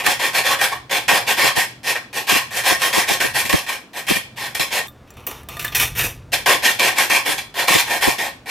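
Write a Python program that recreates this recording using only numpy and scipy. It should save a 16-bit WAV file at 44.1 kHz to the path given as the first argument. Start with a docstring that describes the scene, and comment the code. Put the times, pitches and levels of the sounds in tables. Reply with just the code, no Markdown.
"""In a small workshop, a hacksaw rasps through a thin steel bottle clamped in a bench vise. A stereo microphone
on the bench hears it from the side; for a while the scene changes to a mono microphone overhead, while the
blade is set back in the cut. The rasp is random tooth noise, shaped by each stroke and by the ringing steel;
blade taps are fading tones and noise. The low crackle of the overloaded microphone, the echo and the steady
room tone, which runs on through both views, are filtered noise."""
import sys
import numpy as np
from scipy import signal
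from scipy.fft import rfft, irfft, next_fast_len
from scipy.io import wavfile
from scipy.ndimage import uniform_filter1d, map_coordinates

SR = 44100
rng = np.random.default_rng(int(sys.argv[2]) if len(sys.argv) > 2 else 0)


def wrap_up_sound(samples):
    """Save the sound to the file named by the first command line argument, as 16-bit audio."""
    columns = np.atleast_2d(samples).T
    # keep every value between -1 and 1, then stretch to whole-number steps
    tamed = np.clip(columns, -1, 1)
    steps = np.round(tamed * 32767).astype(np.int16)
    wavfile.write(sys.argv[1], SR, steps)


N = 374850

# Saw strokes and scrapes. Each row: start in seconds, attack in seconds, hold in seconds, rasp level in dB,
# change over the hold in dB, low shell modes in dB above the rasp, chip hiss in dB above the rasp,
# upper over lower half of the low modes in dB, upper over lower half of the rasp in dB.
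SAW_STROKES = [(-0.044, 0.044, 0.0086, -22.5, -4, -3, -9, 0, 2.5),
               (0.038, 0.026, 0.055, -17.0, -0.5, -7, -7.5, -2, 1),
               (0.191, 0.004, 0.072, -21, 4, -5, -8, 1, 0),
               (0.331, 0.019, 0.037, -17, 2.0, -6.5, -7.5, -1.5, 1.5),
               (0.439, 0.021, 0.071, -17, 0.0, -3.5, -8.5, 6, -1.0),
               (0.589, 0.054, 0.014, -11.5, -4.5, -9, -8.5, -5, -1.5),
               (0.711, 0.012, 0.008, -25.5, -1, 0, -11, 5, -3),
               (0.895, 0.032, 0.048, -18.5, 0, -4.5, -9, -3.0, 3),
               (1.079, 0.0057, 0.093, -12.5, -3, -4.5, -9, 1.5, -1.5),
               (1.266, 0.015, 0.03, -17, 2, -7.0, -6.0, -3, 5),
               (1.369, 0.024, 0.088, -15.0, 0.5, -6, -9, 4.0, 1.5),
               (1.553, 0.014, 0.052, -17.5, -2, -6.5, -4.5, -2.0, 1),
               (1.832, 0.044, 0.03, -20, 1, -5, -5.5, -2, 3),
               (1.95, 0.0078, 0.022, -21, -10.0, -8.5, -17, 1, -4),
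               (2.129, 0.047, 0.005, -19, 0, -7.5, -6, -3.5, 3.5),
               (2.269, 0.026, 0.084, -13.5, -3, -6.5, -6, 4.5, 1.5),
               (2.507, 0.064, 0.026, -20.5, -1.5, -5.5, -5.5, -1, 1),
               (2.636, 0.033, 0.058, -14.5, -0.5, -4.5, -6.0, 3.5, 0.5),
               (2.795, 0.043, 0.037, -17, -1.5, -6, -4.5, 2.5, -0.5),
               (2.926, 0.0044, 0.073, -18, 2.5, -6.5, -6.5, 3, -1),
               (3.07, 0.018, 0.051, -20.0, 1.5, -5.5, -5, -3.0, 3.5),
               (3.199, 0.0053, 0.056, -16, -3, -7.5, -6.5, -0.5, -1),
               (3.338, 0.02, 0.047, -16, -0.5, -7.5, -5, -2.0, 1.5),
               (3.451, 0.002, 0.008, -24, -4, -11, -2, 2, 8),
               (3.492, 0.0025, 0.098, -20, -4.5, -5.5, -5.0, 1.0, 3.5),
               (3.664, 0.03, 0.055, -20, -8.5, -7, -8, 0.0, 1),
               (3.932, 0.038, 0.025, -26, -0.5, -5.0, -6.5, -3, 1),
               (4.067, 0.028, 0.083, -17.5, -9, -8.5, -4.0, 0, 3.5),
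               (4.36, 0.016, 0.089, -29.5, 4.5, -6.5, -8, -2, 1.5),
               (4.547, 0.0036, 0.008, -19, -5, -9.5, -2, 0.0, 4.5),
               (4.594, 0.0027, 0.018, -16, -2.5, -8, -4.5, -2, 5.5),
               (4.705, 0.023, 0.061, -20.5, -0.5, -5.5, -6.0, -4.5, 3),
               (5.07, 0.004, 0.081, -54.5, -4, -4, -11, 1, 2.0),
               (5.166, 0.004, 0.064, -46.0, -9, 3, -8, 0, 4.0),
               (5.267, 0.004, 0.008, -31, -5.5, 3, 3.5, 0.0, 2),
               (5.308, 0.004, 0.097, -41.5, -8.5, -2, -7.5, 3, 2),
               (5.485, 0.004, 0.091, -38.5, -6.5, -0.5, -3, 5, 6.0),
               (5.593, 0.0025, 0.0056, -23, -5, -12, -1.5, 2.5, 6.5),
               (5.642, 0.0033, 0.03, -31.0, -4.5, -8, -5.5, 5, -4),
               (5.721, 0.002, 0.007, -31, -5.5, -5, -10, 0.5, 7),
               (5.747, 0.0027, 0.02, -19, -2.0, -11.5, 3, 4, 4),
               (5.794, 0.0044, 0.032, -21.5, 2, -10, 0.5, 3, 1.5),
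               (5.95, 0.043, 0.03, -21, -2, -10, -1, 2, 3),
               (6.033, 0.011, 0.0072, -26, -2.5, -3.5, 4, -7, 1),
               (6.319, 0.021, 0.006, -13.5, -3, -9, -5, -5, 4),
               (6.458, 0.0029, 0.072, -13.5, -1.0, -4.0, -7, -2, 3),
               (6.623, 0.033, 0.066, -14, -6.5, -7.5, -6.0, -6, 1.5),
               (6.788, 0.0083, 0.087, -16, 1, -6, -8, -1.0, 3),
               (6.956, 0.053, 0.035, -15, -5.0, -7, -5.5, -4, 1),
               (7.096, 0.004, 0.065, -16.5, 1.5, -5.5, -6.5, 1, 1.5),
               (7.25, 0.013, 0.061, -18, -1.5, -7, -5.5, -2.5, 1),
               (7.378, 0.004, 0.008, -23, -3.5, -9.5, -5.5, 2, 6),
               (7.541, 0.057, 0.043, -18, -4.5, -4, -8, -5.5, 1.5),
               (7.672, 0.011, 0.12, -15.5, -0.5, -7, -5, 3.5, 3.5),
               (7.871, 0.04, 0.056, -18.5, -4, -5, -7, -4, -1.5),
               (8.009, 0.024, 0.077, -17, -2.5, -4, -5, 0.5, 1.5),
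               (8.181, 0.004, 0.081, -22.5, -3.5, -4, -7, -5, 1),
               (8.458, 0.046, 0.02, -22.5, 0.0, -4.5, -7.5, -8, 3)]
# Sudden grabs of the teeth. Each row: time in seconds, peak in dB before the offset of each band.
TOOTH_BITES = [(0.0633, -14), (0.3506, -26), (0.612, -19), (0.9104, -28), (1.081, -24), (2.294, -26),
               (2.8176, -18), (3.495, -23), (3.5279, -14), (4.084, -25), (4.16, -29), (5.993, -25),
               (6.33, -25), (6.461, -24), (6.4924, -22), (6.5194, -24), (6.6336, -23), (6.794, -23),
               (6.9833, -15), (7.681, -22), (8.0213, -26)]
# Five bands: two of low modes, two of rasp, one of hiss. Each row: lower edge in Hz, upper edge in Hz.
RASP_BANDS = [(60, 827), (900, 1196), (1350, 2027), (2100, 4540), (4700, 30000)]
# How fast each band dies as the blade slows. One value per band, in dB per second.
RELEASE_SPEEDS = [-270, -270, -290, -310, -320]
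BITE_BAND_OFFSETS_DB = [-15, -2.5, 0, -2.5, -6.5]  # one value per band, added to the bite's peak
# Ringing of the bottle's shell. Each row: frequency in Hz, width in Hz, level in dB over the direct sound.
BOTTLE_MODES = [(556, 14, -8), (743, 32, 3), (825, 120, -0.5), (966, 22, 4), (1093, 75, 12.5),
                (1596, 126, 4), (1690, 16, -4.5), (1804, 30, 8), (1850, 35, 8), (1960, 66, -11),
                (2197, 34, 1.5), (2360, 110, 2), (2550, 24, -13), (2690, 63, -3.5), (3191, 46, 6),
                (3417, 110, -0.5), (4074, 44, 1.5), (4220, 23, -28), (5210, 14, -2), (5305, 37, 1.5)]
# Tone of the rasp from the side, before each band is evened out. Each row: frequency in Hz, relative dB per Hz.
SIDE_TONE = [(88, -47), (150, -22), (281, -13.5), (547, -6), (640, -10.5), (735, -9), (1070, -2.5),
             (1380, -6), (1850, -3), (2080, -6), (2380, -4.5), (3820, -12), (12400, -11.5), (14500, -15.5),
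             (16300, -46)]
# Tone of the rasp from overhead, used the same way. Each row: frequency in Hz, relative dB per Hz.
OVERHEAD_TONE = [(88, -26), (150, -21), (496, -6.5), (558, -15.5), (1250, -8), (1880, -5), (2120, -7.5),
                 (2580, -3), (4550, -16.5), (5990, -6.5), (7890, -8), (13900, -0.5), (16300, -23)]
# How wide the rasp is. Each row: frequency in Hz, side over mid in dB.
STEREO_WIDTH = [(100, -24.5), (400, -28), (800, -26), (1500, -17), (3000, -12), (6000, -6.5), (10000, -4),
                (15000, -2.5)]
# Length of the workshop's echo. Each row: frequency in Hz, time to fall 60 dB in seconds.
ECHO_TIMES = [(200, 0.29), (1500, 0.31), (4000, 0.43), (10000, 0.29), (16000, 0.14)]
# Low overload bursts of the microphone. Each row: time in seconds, opposite-channel rms in dB at its height,
# shared thud in dB above it before the thud is dulled.
OVERLOAD_BURSTS = [(0.087, -25, -4), (1.13, -20, -12), (1.446, -19, -11), (1.58, -18.5, -13.5),
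                   (2.328, -17, -7), (2.362, -18, -12), (2.724, -20, -7.5), (2.983, -13.5, -12),
                   (3.113, -19.5, -8), (3.255, -19.5, -13), (3.457, -32, -2), (3.497, -32, -10),
                   (3.545, -9.5, -7), (4.114, -13.5, -2.5), (4.169, -24, -7), (4.606, -22.5, -10.5),
                   (7.128, -25, -18), (7.294, -22.5, -13), (7.709, -25, -0.5), (7.761, -12.5, -8.5),
                   (8.083, -12, -7)]
# Tone of the overload crackle. Each row: frequency in Hz, relative dB per Hz.
CRACKLE_TONE = [(30, -24), (70, -13), (130, -4), (350, 0), (600, -4), (1000, -10), (1600, -30), (3000, -80)]
# Swelling low sounds of the room. Each row: time in seconds, drone level in dB, rumble level in dB.
LOW_SWELLS = [(0.0, -47.5, -56), (0.85, -49.5, -53), (1.25, -44.5, -58), (1.94, -52, -59),
              (2.93, -48.5, -54), (3.34, -43, -48), (3.86, -61, -64), (4.26, -45, -53), (4.43, -48.5, -57),
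              (5.23, -53, -47), (6.01, -31.5, -34.5), (6.15, -39, -40), (6.72, -48.5, -55),
              (7.65, -51.5, -56), (7.88, -47.5, -52), (8.5, -55, -55)]
# Tone of the steady air noise. Each row: frequency in Hz, relative dB per Hz.
AIR_TONE = [(15, -28), (25, -6), (120, 4), (176, -20), (225, -16), (356, -21.5), (1380, -31), (1860, -35),
            (13900, -57), (15000, -57), (16300, -59)]
# The low drone's resonance. One row: frequency in Hz, width in Hz, level in dB over the flat noise.
DRONE_MODE = (121.4, 17, 16)
# When the overhead microphone is heard. One row: start in seconds, end in seconds.
OVERHEAD_SPAN = (4.872, 6.31)
# The blade taps steel. Each row: time in seconds, tap level in dB, shell note in dB above it, blade ping in dB above it.
BLADE_TAPS = [(4.8713, -27, -25, -13), (4.8823, -28, -19, -8), (5.1048, -32.5, -18, -31),
              (5.1387, -48, -10, -15), (5.1696, -41, -10, -18), (5.205, -46, -9, -18),
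              (5.2669, -13.5, -29, -4), (5.3134, -24, -16, -18), (5.433, -38, -12, -20),
              (5.4874, -21, -14, -13), (5.5692, -26.5, -3.5, -18), (5.594, -20, -25, -17),
              (5.626, -20, -19, -13), (5.6479, -11, -27, -19), (5.6801, -21, -18, -17),
              (5.721, -34, -6, -4), (5.751, -20, -33, -16)]
# Frame and bottle as they ring upwards; in a tap the first row is the knock, the second the shell note, the last
# the ping, the rest the ring. Each row: frequency in Hz, relative level in dB, time to fall 60 dB in seconds.
FRAME_MODES = [(679, -2, 0.18), (1200, 10, 0.23), (1740, 4, 0.087), (1870, 6, 0.058), (2000, -2, 0.063),
               (2270, -3, .08), (2513, -2, 0.059), (3584, 8, 0.044), (4320, 1, 0.027), (5810, 8.5, 0.019),
               (7300, 0, 0.071), (8000, 1, 0.073), (11100, 15, 0.0092), (12500, -2, .025), (13500, 0, .1)]

ATTACK_RISE_DB = 14.5  # a stroke starts this far under its level
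HISS_GROWS_DB = 0.5  # chips hiss more towards the end of the hold
HISS_LAG_DB, HISS_LAG_S = -3.5, 0.025  # the hiss comes up a little after the rasp
BITE_T60_S = 0.054  # time for a bite to fall 60 dB
BURST_S = 0.0099  # from a burst's height until its gain is down to about a third
THUD_DEEP_HZ = 110  # around and under this the thud's tone is fuller than the crackle's
SCRAPE_RING_DB = -4  # added to the frame's levels: scraping rings it less than a tap does
KNOCK_DB = -7  # above the shell note
RING_DB, CRACK_DB = -16, -11  # added to the tap level; the ring also follows half the note's dB
TOP_HZ = 16450  # band limit


def amp(db):
    """Turns decibels into gain."""
    return 10 ** (np.asarray(db) / 20)


def unit(x):
    """Scales to rms 1."""
    return x / np.sqrt(np.mean(np.abs(x) ** 2) + 1e-20)


def along(points, hz):
    """Reads a curve between (Hz, value) points, on a log frequency axis."""
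    f, v = np.transpose(points)
    return np.interp(np.log(hz + 1), np.log(f + 1), v)


def filtered(x, response):
    """Multiplies the spectrum of x by a response, given as a function of frequency."""
    m = 2 * next_fast_len(x.shape[-1] // 2 + SR // 4)
    spectrum = rfft(x, m) * response(np.fft.rfftfreq(m, 1 / SR))
    return irfft(spectrum, m)[..., :N]


def causal(gain, size):
    """Gives a smooth gain the phase of a filter that answers as early as it can, on size spectrum points."""
    cepstrum = irfft(np.log(np.maximum(gain, 1e-6)))
    middle = len(cepstrum) // 2
    cepstrum[1:middle] *= 2  # fold the backward half onto the forward half
    cepstrum[middle + 1:] = 0
    impulse = irfft(np.exp(rfft(cepstrum)))
    return rfft(impulse, 2 * size - 2)


def modes(table, f):
    """Adds resonances to a flat response: each one peaks at its own frequency."""
    return 1 + sum(amp(db) * 1j * f * w / (c * c - f * f + 1j * f * w) for c, w, db in table)


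def stroke_gains(strokes, bites):
    """Makes one gain per band: each stroke rises, holds and dies away; a bite is a sudden peak on top."""
    t = np.arange(SR * 2 // 5) / SR
    gains = np.zeros((len(RASP_BANDS), N + 2 * SR))  # a spare second at each end
    half_db = 10 * np.log10(.5)  # two halves share the power
    for s, attack, hold, db, change_db, low_db, hiss_db, low_tilt_db, rasp_tilt_db in strokes:
        held = np.clip((t - attack) / hold, 0, 1)
        rise_db = -ATTACK_RISE_DB * np.clip(1 - t / attack, 0, 1)
        level_db = db + rise_db + change_db * held
        low_halves_db = [low_db - low_tilt_db / 2, low_db + low_tilt_db / 2]
        rasp_halves_db = [-rasp_tilt_db / 2, rasp_tilt_db / 2]
        halves_db = half_db + np.array(low_halves_db + rasp_halves_db)
        chips_db = hiss_db + HISS_GROWS_DB * (held - .5) + HISS_LAG_DB * np.exp(-t / HISS_LAG_S)
        layers_db = np.vstack([halves_db[:, None] + 0 * t, chips_db])
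        release_db = np.outer(RELEASE_SPEEDS, np.maximum(t - attack - hold, 0))
        gains[:, SR + round(s * SR):][:, :len(t)] += amp(level_db + layers_db + release_db)
    for s, db in bites:
        bite_db = db - 60 * t / BITE_T60_S + np.transpose([BITE_BAND_OFFSETS_DB])
        gains[:, SR + round(s * SR):][:, :len(t)] += amp(bite_db)
    return gains[:, SR:SR + N]


def teeth(rate, scatter_db, grit):
    """Teeth catch the wall at uneven moments and strengths, rate times a second, over the grit of tearing chips."""
    caught = rng.random(N) < rate / SR
    catches = caught * amp(scatter_db * rng.standard_normal(N))
    return unit(catches - catches.mean()) + grit * rng.standard_normal(N)


def patchy(x, depth_db):
    """Random gain patches about a stroke long: the blade angle favours now some modes, now others."""
    z = signal.stft(x, nperseg=512)[2]
    across_hz = uniform_filter1d(rng.standard_normal(z.shape), size=3, axis=0)
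    field = uniform_filter1d(across_hz, size=14, axis=1)
    return signal.istft(z * amp(depth_db * unit(field)), nperseg=512)[1][:N]


def saw(strokes, colour, resonances, bites, channels=1):
    """The teeth drive the steel into ringing: low modes, main rasp and chip hiss follow each stroke."""
    t = np.arange(N) / SR
    gains = stroke_gains(strokes, bites)
    # the blade skips a little: a smooth random curve with 45 points a second
    chatter = map_coordinates(rng.standard_normal(int(N * 45 / SR) + 40), [t * 45])
    grinding = [unit(patchy(teeth(rate=2200, scatter_db=2.0, grit=1.0), depth_db=2.0)) for _ in range(channels)]
    drive = amp(0.98 * chatter) * grinding

    def above(f, edge_hz):
        """Passes what lies above an edge."""
        return 1 / np.sqrt(1 + (edge_hz / (f + 1)) ** 12)

    def share(f, lo, hi):
        """Passes what lies between two edges."""
        return above(f, lo) * np.sqrt(1 - above(f, hi) ** 2)

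    def body(f):
        """The ringing steel as one response per band, each of rms 1."""
        coarse = np.fft.rfftfreq(8192, 1 / SR)
        ringing = modes(resonances, f)
        tone = amp(along(colour, coarse))
        bands = [unit(causal(tone * share(coarse, lo, hi), size=len(f)) * ringing) for lo, hi in RASP_BANDS]
        return np.array(bands)[:, None]
    return filtered(drive * gains[:, None], body).sum(axis=0)


def widened(mid, other):
    """The two ports face different parts of the shell, so part of the rasp is unlike from port to port."""
    side = filtered(other, lambda f: amp(along(STEREO_WIDTH, f)))
    return np.array([mid + side, mid - side])


def room(x, wet_db):
    """The workshop's echo is a noise tail in which each frequency dies at its own speed."""
    hz, t, z = signal.stft(rng.standard_normal((2, SR // 2)), SR, nperseg=256)
    fade_db = -60 * t / along(ECHO_TIMES, hz)[:, None]
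    tail = signal.istft(z * amp(fade_db), SR, nperseg=256)[1]
    delayed = np.pad(x, (250, 0))[None]  # 250 samples late
    return amp(wet_db) * signal.fftconvolve(delayed, tail / np.linalg.norm(tail[0]), axes=1)[:, :N]


def overload(rasp):
    """The microphone overloads at loud strokes: low crackling bursts, opposite in the two channels, with a shared thud."""
    t = np.arange(N) / SR
    power = np.abs(uniform_filter1d(rasp ** 2, size=600))
    size = amp(-14.5) * power ** 0.83 * amp([[0], [-14]])  # crackle and thud grow with the stroke
    for s, db, thud_db in OVERLOAD_BURSTS:
        near = slice(max(round((s - .1) * SR), 0), round((s + .1) * SR))
        size[:, near] += amp([[db], [db + thud_db]]) * np.exp(-((t[near] - s) / BURST_S) ** 2)

    def tones(f):
        """One response for the crackle, one for the deeper and duller thud."""
        deeper = 1 + (THUD_DEEP_HZ / (f + 30)) ** 2
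        duller = [np.ones_like(f), deeper / np.sqrt(1 + (f / 380) ** 6)]
        return unit(amp(along(CRACKLE_TONE, f))) * duller
    crackle, thud = filtered(size * rng.standard_normal((2, N)), tones)
    return np.array([thud + crackle, thud - crackle])


def room_tone():
    """Steady air noise, alike at both ports except low down, with a drone and a rumble that swell."""
    times, *levels = np.transpose(LOW_SWELLS)
    drone_db, rumble_db = [np.interp(np.arange(N) / SR, times, level) for level in levels]

    def noise(response):
        """Filtered noise of rms 1."""
        return unit(filtered(rng.standard_normal(N), response))
    air = noise(lambda f: amp(along(AIR_TONE, f)) * (f > 160))
    unlike = noise(lambda f: amp(along([(60, -10), (250, 8), (1200, -8), (2500, -46)], f)))
    drone = noise(lambda f: modes([DRONE_MODE], f) * (f > 90) * (f <= 180))
    rumble = noise(lambda f: amp(along([(15, -27), (35, -8), (80, -6.5)], f)) * (f <= 95))
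    alike = amp(-48.5) * air + amp(drone_db) * drone + amp(rumble_db) * rumble
    return alike + amp(-64) * unlike * [[1], [-1]]


def taps():
    """Each tap rings the frame at new strengths, with a crack, a dull knock, a blade ping and the shell's long note."""
    out, t = np.zeros(N + SR), np.arange(SR // 6) / SR

    def tone(hz, start_db, t60, wobble=0.0):
        """A fading sine; wobble is the random phase step per sample in radians, which roughens it."""
        phase = rng.normal(0, wobble, len(t)).cumsum()
        return amp(start_db - 60 * t / t60) * np.sin(2 * np.pi * hz * t + phase)
    knock_hz, _, knock_t60 = FRAME_MODES[0]
    note_hz, _, note_t60 = FRAME_MODES[1]
    ping_hz, _, ping_t60 = FRAME_MODES[-1]
    for s, db, note_db, ping_db in BLADE_TAPS:
        ring_db = RING_DB + note_db / 2
        ring = sum(tone(hz, ring_db + level + rng.normal(0, 5.6), t60) for hz, level, t60 in FRAME_MODES[2:-1])
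        ping = tone(ping_hz, ping_db, ping_t60, wobble=.04)
        # steps between noise samples make the crack bright
        crack = np.diff(rng.standard_normal(len(t) + 1)) * amp(CRACK_DB - 60 * t / 0.034)
        knock = tone(knock_hz, note_db + KNOCK_DB, knock_t60, wobble=0.056)
        note = tone(note_hz, note_db, note_t60)
        out[round(s * SR):][:len(t)] += amp(db) * (ping + ring + crack + knock + note)
    return out[:N]


def scene():
    """Plays the side microphone, switched to the mono overhead one for a while, over the room tone."""
    start, end = OVERHEAD_SPAN
    heard_above = [row for row in SAW_STROKES if start < row[0] < end]
    heard_beside = [row for row in SAW_STROKES if row not in heard_above]
    bites_above = [row for row in TOOTH_BITES if start < row[0] < end]

    near, other = saw(heard_beside, SIDE_TONE, BOTTLE_MODES, bites=TOOTH_BITES, channels=2)
    side_view = amp(-0.5) * widened(near, other) + room(near, wet_db=-11.0) + overload(near)

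    # decay time sets the width
    upwards = [(hz, np.log(1000) / np.pi / t60, db + SCRAPE_RING_DB) for hz, db, t60 in FRAME_MODES[:10]]
    above = saw(heard_above, OVERHEAD_TONE, upwards, bites=bites_above)[0] + taps()
    top_view = above + room(above, wet_db=-15.5)[0]

    t = np.arange(N) / SR
    overhead = (t > start) & (t < end)
    return np.where(overhead, top_view, side_view) + room_tone()


def record(dry):
    """Peaks clip softly; the deepest bass is rolled off and nothing is kept above the band limit."""
    clipped = dry / (1 + np.abs(dry) ** 4) ** (1 / 4)
    return filtered(clipped, lambda hz: 1j * hz / (35 + 1j * hz) * (hz < TOP_HZ))


dry = scene()
out = record(dry)
wrap_up_sound(out)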